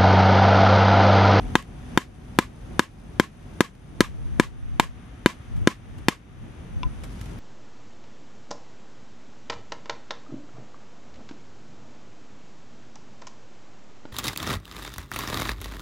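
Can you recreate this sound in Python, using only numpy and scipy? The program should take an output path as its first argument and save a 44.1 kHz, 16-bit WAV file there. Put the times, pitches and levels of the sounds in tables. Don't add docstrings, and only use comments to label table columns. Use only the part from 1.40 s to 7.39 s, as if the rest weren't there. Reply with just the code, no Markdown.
import sys
import numpy as np
from scipy import signal
from scipy.fft import rfft, irfft, next_fast_len
from scipy.io import wavfile
from scipy.ndimage import uniform_filter1d, minimum_filter1d

SR = 44100
rng = np.random.default_rng(int(sys.argv[2]) if len(sys.argv) > 2 else 0)


def waveform_to_disk(signal):
    frames = np.transpose(np.atleast_2d(signal))
    scaled = np.clip(frames, -1, 1) * 32767
    samples = np.round(scaled).astype(np.int16)
    wavfile.write(sys.argv[1], SR, samples)


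N = 264159

# [t/s, level/dB]
BACKGROUND = [(0, 1), (1.4, 1.5), (2.7, 1), (3.5, -5), (4.2, -3), (5.0, -4), (5.99, -0.5)]
# [f/Hz, relative level/dB]
RUMBLE = [(22, -18.5), (33, -9), (45, 3), (65, -3.5), (90, -3.5), (125, -4.5), (170, -8), (240, -10.5),
          (340, -15), (500, -22.5), (900, -26), (4000, -76)]
# [f/Hz, relative level/dB]
AIR = [(200, -29), (450, -6.5), (750, -7.5), (1200, 0.5), (1900, -2.5), (3750, -9.5), (3950, -16.5),
       (6500, -17), (8200, -25), (12000, -26), (14000, -42), (16000, -60)]
# [f/Hz, relative level/dB]
LITTER = [(2000, 1.5), (5000, 4), (8000, -1), (11000, -2.5), (13500, -10.5), (16000, -31)]
# [f/Hz, correlation -1..1]
LIKENESS = [(60, 0.91), (150, 0.97), (380, 0.23), (950, 0.19), (2400, 0.23), (10000, 0.13)]
# [middle t/s, half-length/s, level/dB]
GUSTS = [(0.062, 0.066, -41), (2.84, 0.24, -25), (3.326, 0.18, -29), (4.19, 0.068, -21), (4.555, 0.13, -40),
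         (5.006, 0.098, -42), (5.38, 0.054, -29), (5.468, 0.01, -13), (5.53, 0.17, -37)]
# [f/Hz, relative level/dB]
BUFFET = [(20, -2), (65, -0.5), (100, -1), (170, -9.5), (300, -28.5), (600, -42), (3000, -100)]
# [t/s, relative level/dB]
BUMPS = [(5.634, -20), (5.812, -17.5)]
# [t/s, level/dB, t60/s]
TWIGS = [(0.225, -29, 0.013), (2.352, -41, 0.02), (4.165, -47, 0.072), (4.583, -45.5, 0.053),
         (5.636, -37.5, 0.084), (5.812, -35, 0.03), (5.857, -44, 0.063)]
# [f/Hz, relative level/dB]
TWIG_COLOUR = [(300, 9.5), (1000, 5), (2500, 2.5), (5000, -5.5), (9000, -7.5), (13000, -12), (15500, -28)]
# [t/s, relative level/dB]
DROPS = [(5.432, -21), (5.4363, -35)]
# [f/Hz, relative level/dB, t60/s]
STICK_MODES = [(1007, -4, 0.085), (1450, -19, 0.026), (2300, -5.5, 0.01), (2730, -4, 0.014),
               (3470, -7.5, 0.013), (5200, -13.5, 0.0076), (6200, -25, .013)]
# [f/Hz, relative level/dB]
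THICKET = [(150, 6.5), (400, 1), (750, -6.5), (1100, 2.5), (1400, -3), (1700, 2), (3200, -3.5), (4500, -9),
           (7000, -10.5), (10000, -18), (13000, -21.5), (15500, -60)]
# [f/Hz, relative level/dB]
RETURNING_NOTES = [(1090, -36.5), (1700, -44.5)]
# [t/s, force/dB re a typical blow, glance: 0 square on the head .. 1 skidding off its edge]
BLOWS = [(0.1542, -1, 0.19), (0.5751, 1.5, 0.044), (0.988, 2, 0.14), (1.3941, 2.5, 0.13), (1.798, 2.5, 0),
         (2.2064, 5, 0.023), (2.6064, 3, 0.077), (2.9979, 0.5, 0.08), (3.3977, -3.5, 0.93),
         (3.860, -3.5, 0.097), (4.2732, -2, 0.061), (4.6843, 0.5, 0.51)]
# [f/Hz, relative level/dB, t60/s]
THUD_MODES = [(201, -27, 0.11), (240, -11, 0.039), (334, 2.5, 0.017), (500, -12.5, 0.024)]
# [f/Hz, relative level/dB, t60/s]
KNOCK_MODES = [(751, -25, 0.028), (909, -9.5, 0.016)]
# [f/Hz, relative level/dB, t60/s]
WOOD_MODES = [(1011, -15.5, 0.054), (1271, -9.5, 0.025), (1284, -5.5, 0.015), (1654, -5, 0.018),
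              (1994, -6.5, 0.013), (2158, -19, 0.033)]
# [f/Hz, relative level/dB, t60/s]
CLACK_MODES = [(2366, -14, 0.02), (2918, -18, 0.021), (3140, -18.5, 0.033), (3617, -13, 0.019),
               (4310, -19, 0.017), (5380, -28, 0.0098), (6180, -35.5, 0.028), (6420, -27.5, 0.018),
               (7380, -42.5, 0.02)]
# [f/Hz, relative level/dB]
CRACK = [(400, -18.5), (1000, 7.5), (2500, -5), (4500, -4.5), (7000, -5), (10000, -12), (12500, -13),
         (14000, -30), (15500, -32)]
# [f/Hz, left minus right level/dB]
BALANCE = [(200, 3), (330, -0.5), (550, 5.5), (880, 0.5), (1200, 4), (1400, 13), (1650, 6.5), (2200, -1.5),
           (5000, 9), (6500, 16.5)]
# [f/Hz, phase/rad]
LEAD = [(200, 0.042), (450, 0.31), (700, -0.59), (1000, 0.22), (1350, 0.32), (1600, 0.2), (2500, -1.1),
        (3200, -0.15), (5500, 0.53), (7500, -0.32)]

RUMBLE_DB, AIR_DB, LITTER_DB, CICADA_DB, CHORUS_DB = -35.5, -51.5, -65, -70.5, -65
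RUMBLE_FOLLOWS, LITTER_FOLLOWS, INSECTS_FOLLOW = 1.7, 3.2, 1.5
CICADA_HZ, CICADA_SAG_HZ_PER_S = 6110, 11
CHORUS_HZ, CHORUS_WANDER = 9530, 0.0066
HUM_DB, HUM_FADE_DB_PER_S, HUM_REST_DB = -56, 3, -72
SHUFFLE_S, SHUFFLE_SPREAD_S, SHUFFLE_DB = 5.78, 0.18, -61.5
THUD_DB, KNOCK_DB, WOOD_DB, CLACK_DB, CRACK_DB = 2, 8, 2.55, 2.0, 1.0
CRACK_GROWTH, CLACK_GROWTH = 2.03, 0.65
GLANCE_THUD_DB, GLANCE_KNOCK_DB, GLANCE_WOOD_DB, GLANCE_CRACK_DB = -10, 14, -3.5, 5.5
KNOCK_LOSS_DB, WOOD_LOSS_DB, CLACK_LOSS_DB = 1.52, 0.25, 0.34
CUTOFF_HZ = 16500


def from_db(db):
    return 10 ** (np.asarray(db) / 20)


def rms_one(x):
    return x / np.sqrt(np.mean(x ** 2) + 1e-20)


def clock():
    return np.arange(N) / SR


def short_time():
    return np.arange(SR // 5) / SR


def at_hz(points, hz):
    points = np.array(points)
    return np.interp(np.log(hz + 1), np.log(points[:, 0]), points[:, 1])


def in_time(rows):
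    s, *columns = np.transpose(rows)
    return [np.interp(clock(), s, column) for column in columns]


def drift(rate):
    knots = rng.standard_normal(N)
    return np.interp(clock() * rate, np.arange(N), knots)


def swell(middle_s, half_s):
    return np.exp(-((clock() - middle_s) / half_s) ** 2)


def fade(t, t60):
    return from_db(-60 * t / t60)


def tone(hz):
    return np.sqrt(2) * np.sin(2 * np.pi * np.cumsum(hz) / SR)


def noise(spectrum, size, alike):
    hz = np.fft.rfftfreq(size, 1 / SR)
    mid, side = rfft(rng.standard_normal((2, size)))
    alike = np.clip(alike, -1, 1)
    opposite = np.array([[1], [-1]])
    pair = np.sqrt(1 + alike) * mid + np.sqrt(1 - alike) * side * opposite
    colour = from_db(at_hz(spectrum, hz))
    return rms_one(irfft(pair * colour, size))


def pan(x, left_db):
    return x * from_db(np.array([[left_db], [-left_db]]) / 2)


def add(out, s, sound):
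    start = int(round(s * SR))
    out[:, start:start + sound.shape[-1]] += sound[..., :N - start]


def ring(modes, t, vary, detune, sign=1):
    hz, db, t60 = np.transpose(modes)[:, :, None]
    strength, shift = rng.standard_normal((2, len(modes), 1))
    port = np.array([.5, -.5])[:, None, None]
    signs = sign ** np.arange(len(modes))[:, None]
    gain = from_db(db + port * at_hz(BALANCE, hz)) * np.exp(vary * strength) * signs
    phase = 2 * np.pi * hz * (1 + detune * shift) * t + port * at_hz(LEAD, hz)
    return np.sum(gain * fade(t, t60) * np.sin(phase), axis=1)


def far_hum(low_hz=246, low_db=10.5, wander=0.011):
    level_db = np.maximum(HUM_DB - HUM_FADE_DB_PER_S * clock(), HUM_REST_DB)
    hz = low_hz * (1 + wander * drift(rate=42))
    low = from_db(low_db) * tone(hz)
    return from_db(level_db) * (low + tone(3 * hz))


def breeze(graininess=0.29):
    swell_db, = in_time(BACKGROUND)
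    rumble = from_db(RUMBLE_DB + RUMBLE_FOLLOWS * swell_db)
    air = from_db(AIR_DB + swell_db)
    feet = from_db(SHUFFLE_DB) * swell(SHUFFLE_S, SHUFFLE_SPREAD_S)
    litter = from_db(LITTER_DB + LITTER_FOLLOWS * swell_db) + feet
    size = next_fast_len(N)
    alike = at_hz(LIKENESS, np.fft.rfftfreq(size, 1 / SR))
    lumps = from_db(1.2 * drift(rate=16))
    wind = rumble * lumps * noise(RUMBLE, size, alike)[:, :N]
    leaves = air * noise(AIR, size, alike)[:, :N]
    grains = np.exp(graininess * drift(rate=270))
    rustle = litter * grains * noise(LITTER, size, alike)[:, :N]
    return pan(wind, left_db=0.5) + pan(leaves + rustle, left_db=2.5)


def insects(jitter=0.0024, chorus_width_hz=260):
    swell_db = INSECTS_FOLLOW * in_time(BACKGROUND)[0]
    cicada_hz = CICADA_HZ - CICADA_SAG_HZ_PER_S * clock()
    cicada = from_db(CICADA_DB + swell_db) * tone(cicada_hz * (1 + jitter * drift(rate=220)))
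    chorus_hz = CHORUS_HZ * (1 + CHORUS_WANDER * drift(rate=1.5))
    lowpass = signal.butter(2, chorus_width_hz, fs=SR, output="sos")
    crowd = signal.sosfilt(lowpass, rng.standard_normal((2, N)))
    chirr = from_db(1.8 * drift(rate=110))
    return cicada + from_db(CHORUS_DB + swell_db) * rms_one(crowd * chirr * tone(chorus_hz))


def gusts(opposed=0.963, left_db=1.5):
    strength = sum(from_db(db) * swell(s, half_s) for s, half_s, db in GUSTS)
    buffeting = noise(BUFFET, next_fast_len(N), alike=-opposed)[:, :N]
    return pan(strength * buffeting, left_db)


def shuffling(bump_hz=112, bump_t60=0.028, press_s=0.0076):
    out, t = np.zeros((2, N)), short_time()
    press = 2 * (1 - np.exp(-t / press_s))
    bump = press * fade(t, bump_t60) * np.sin(2 * np.pi * bump_hz * t)
    for s, db in BUMPS:
        add(out, s, from_db(db) * bump)
    for s, db, t60 in TWIGS:
        add(out, s, from_db(db) * fade(t, t60) * noise(TWIG_COLOUR, len(t), alike=0.51))
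    return out


def dropped_stick(soft_hz=6000):
    out, t = np.zeros((2, N)), short_time()
    for s, db in DROPS:
        clack = ring(STICK_MODES, t, vary=.05, detune=.002, sign=-1)
        add(out, s, pan(from_db(db) * clack, left_db=3.0))
    return signal.sosfilt(signal.butter(2, soft_hz, fs=SR, output="sos"), out)


def thicket(t, build_s=0.0029, depth_s=0.0399, t60=0.15, leaves_db=-37.0, glide_per_s=1.9,
            note_width_s=0.011):
    build = 1 - np.exp(-t / build_s)
    scatter = build * fade(np.maximum(t - depth_s, 0), t60)
    out = from_db(leaves_db) * scatter * noise(THICKET, len(t), alike=0.51)
    bend = 1 + glide_per_s * np.minimum(t - depth_s, .01)
    envelope = np.exp(-np.abs(t - depth_s) / note_width_s)
    for hz, db in RETURNING_NOTES:
        blur = .035 * drift(rate=300)[:len(t)]
        cycles = np.cumsum(hz * (bend + blur)) / SR + rng.random()
        out = out + from_db(db) * envelope * np.sin(2 * np.pi * cycles)
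    return out


def pounding(force_db=6.0, snap_db=-9.0, snap_t60=0.0037, crack_db=-20.5, crack_t60=0.039, radiate_hz=140):
    out, t = np.zeros((2, N)), short_time()
    crush = from_db(snap_db) * fade(t, snap_t60) + from_db(crack_db) * fade(t, crack_t60)
    for sunk, (s, force, glance) in enumerate(BLOWS):
        thud = THUD_DB + force + GLANCE_THUD_DB * glance
        knock = KNOCK_DB + force + GLANCE_KNOCK_DB * glance - KNOCK_LOSS_DB * sunk
        wood = WOOD_DB + force - WOOD_LOSS_DB * sunk
        clack = CLACK_DB + CLACK_GROWTH * force - CLACK_LOSS_DB * sunk
        crack = CRACK_DB + CRACK_GROWTH * force + GLANCE_CRACK_DB * glance

        shove = from_db(thud) * ring(THUD_MODES, t, vary=.04, detune=.01)
        shaft = from_db(knock) * ring(KNOCK_MODES, t, vary=.06, detune=.015)
        lower_gain = from_db(wood + GLANCE_WOOD_DB * glance)
        lower = lower_gain * ring(WOOD_MODES, t, vary=.15, detune=.012, sign=-1)
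        upper = from_db(clack) * ring(CLACK_MODES, t, vary=.22, detune=.018, sign=-1)
        contact = pan(from_db(crack) * crush * noise(CRACK, len(t), alike=.7), left_db=1.5)
        echo = from_db(wood) * thicket(t)
        add(out, s, shove + shaft + lower + upper + contact + echo)
    highpass = signal.butter(2, radiate_hz, "high", fs=SR, output="sos")
    return from_db(force_db) * signal.sosfilt(highpass, out)


def scene():
    background = far_hum() + breeze() + insects() + gusts()
    return background + shuffling() + dropped_stick() + pounding()


def limiter(x, threshold_db=3, recover_db_per_s=24.0):
    peak_db = 20 * np.log10(np.abs(x).max(axis=0) + 1e-9)
    over = np.maximum(peak_db - threshold_db, 0)
    ramp = recover_db_per_s * clock()
    held = np.maximum.accumulate(over + ramp) - ramp
    gain_db = uniform_filter1d(minimum_filter1d(-held, size=256), size=128)
    return x * from_db(gain_db)


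def record(dry):
    held = limiter(dry)
    clipped = held / (1 + held ** 6) ** (1 / 6)
    return signal.sosfilt(signal.cheby2(12, 60, CUTOFF_HZ, fs=SR, output="sos"), clipped)


dry = scene()
out = record(dry)
waveform_to_disk(out)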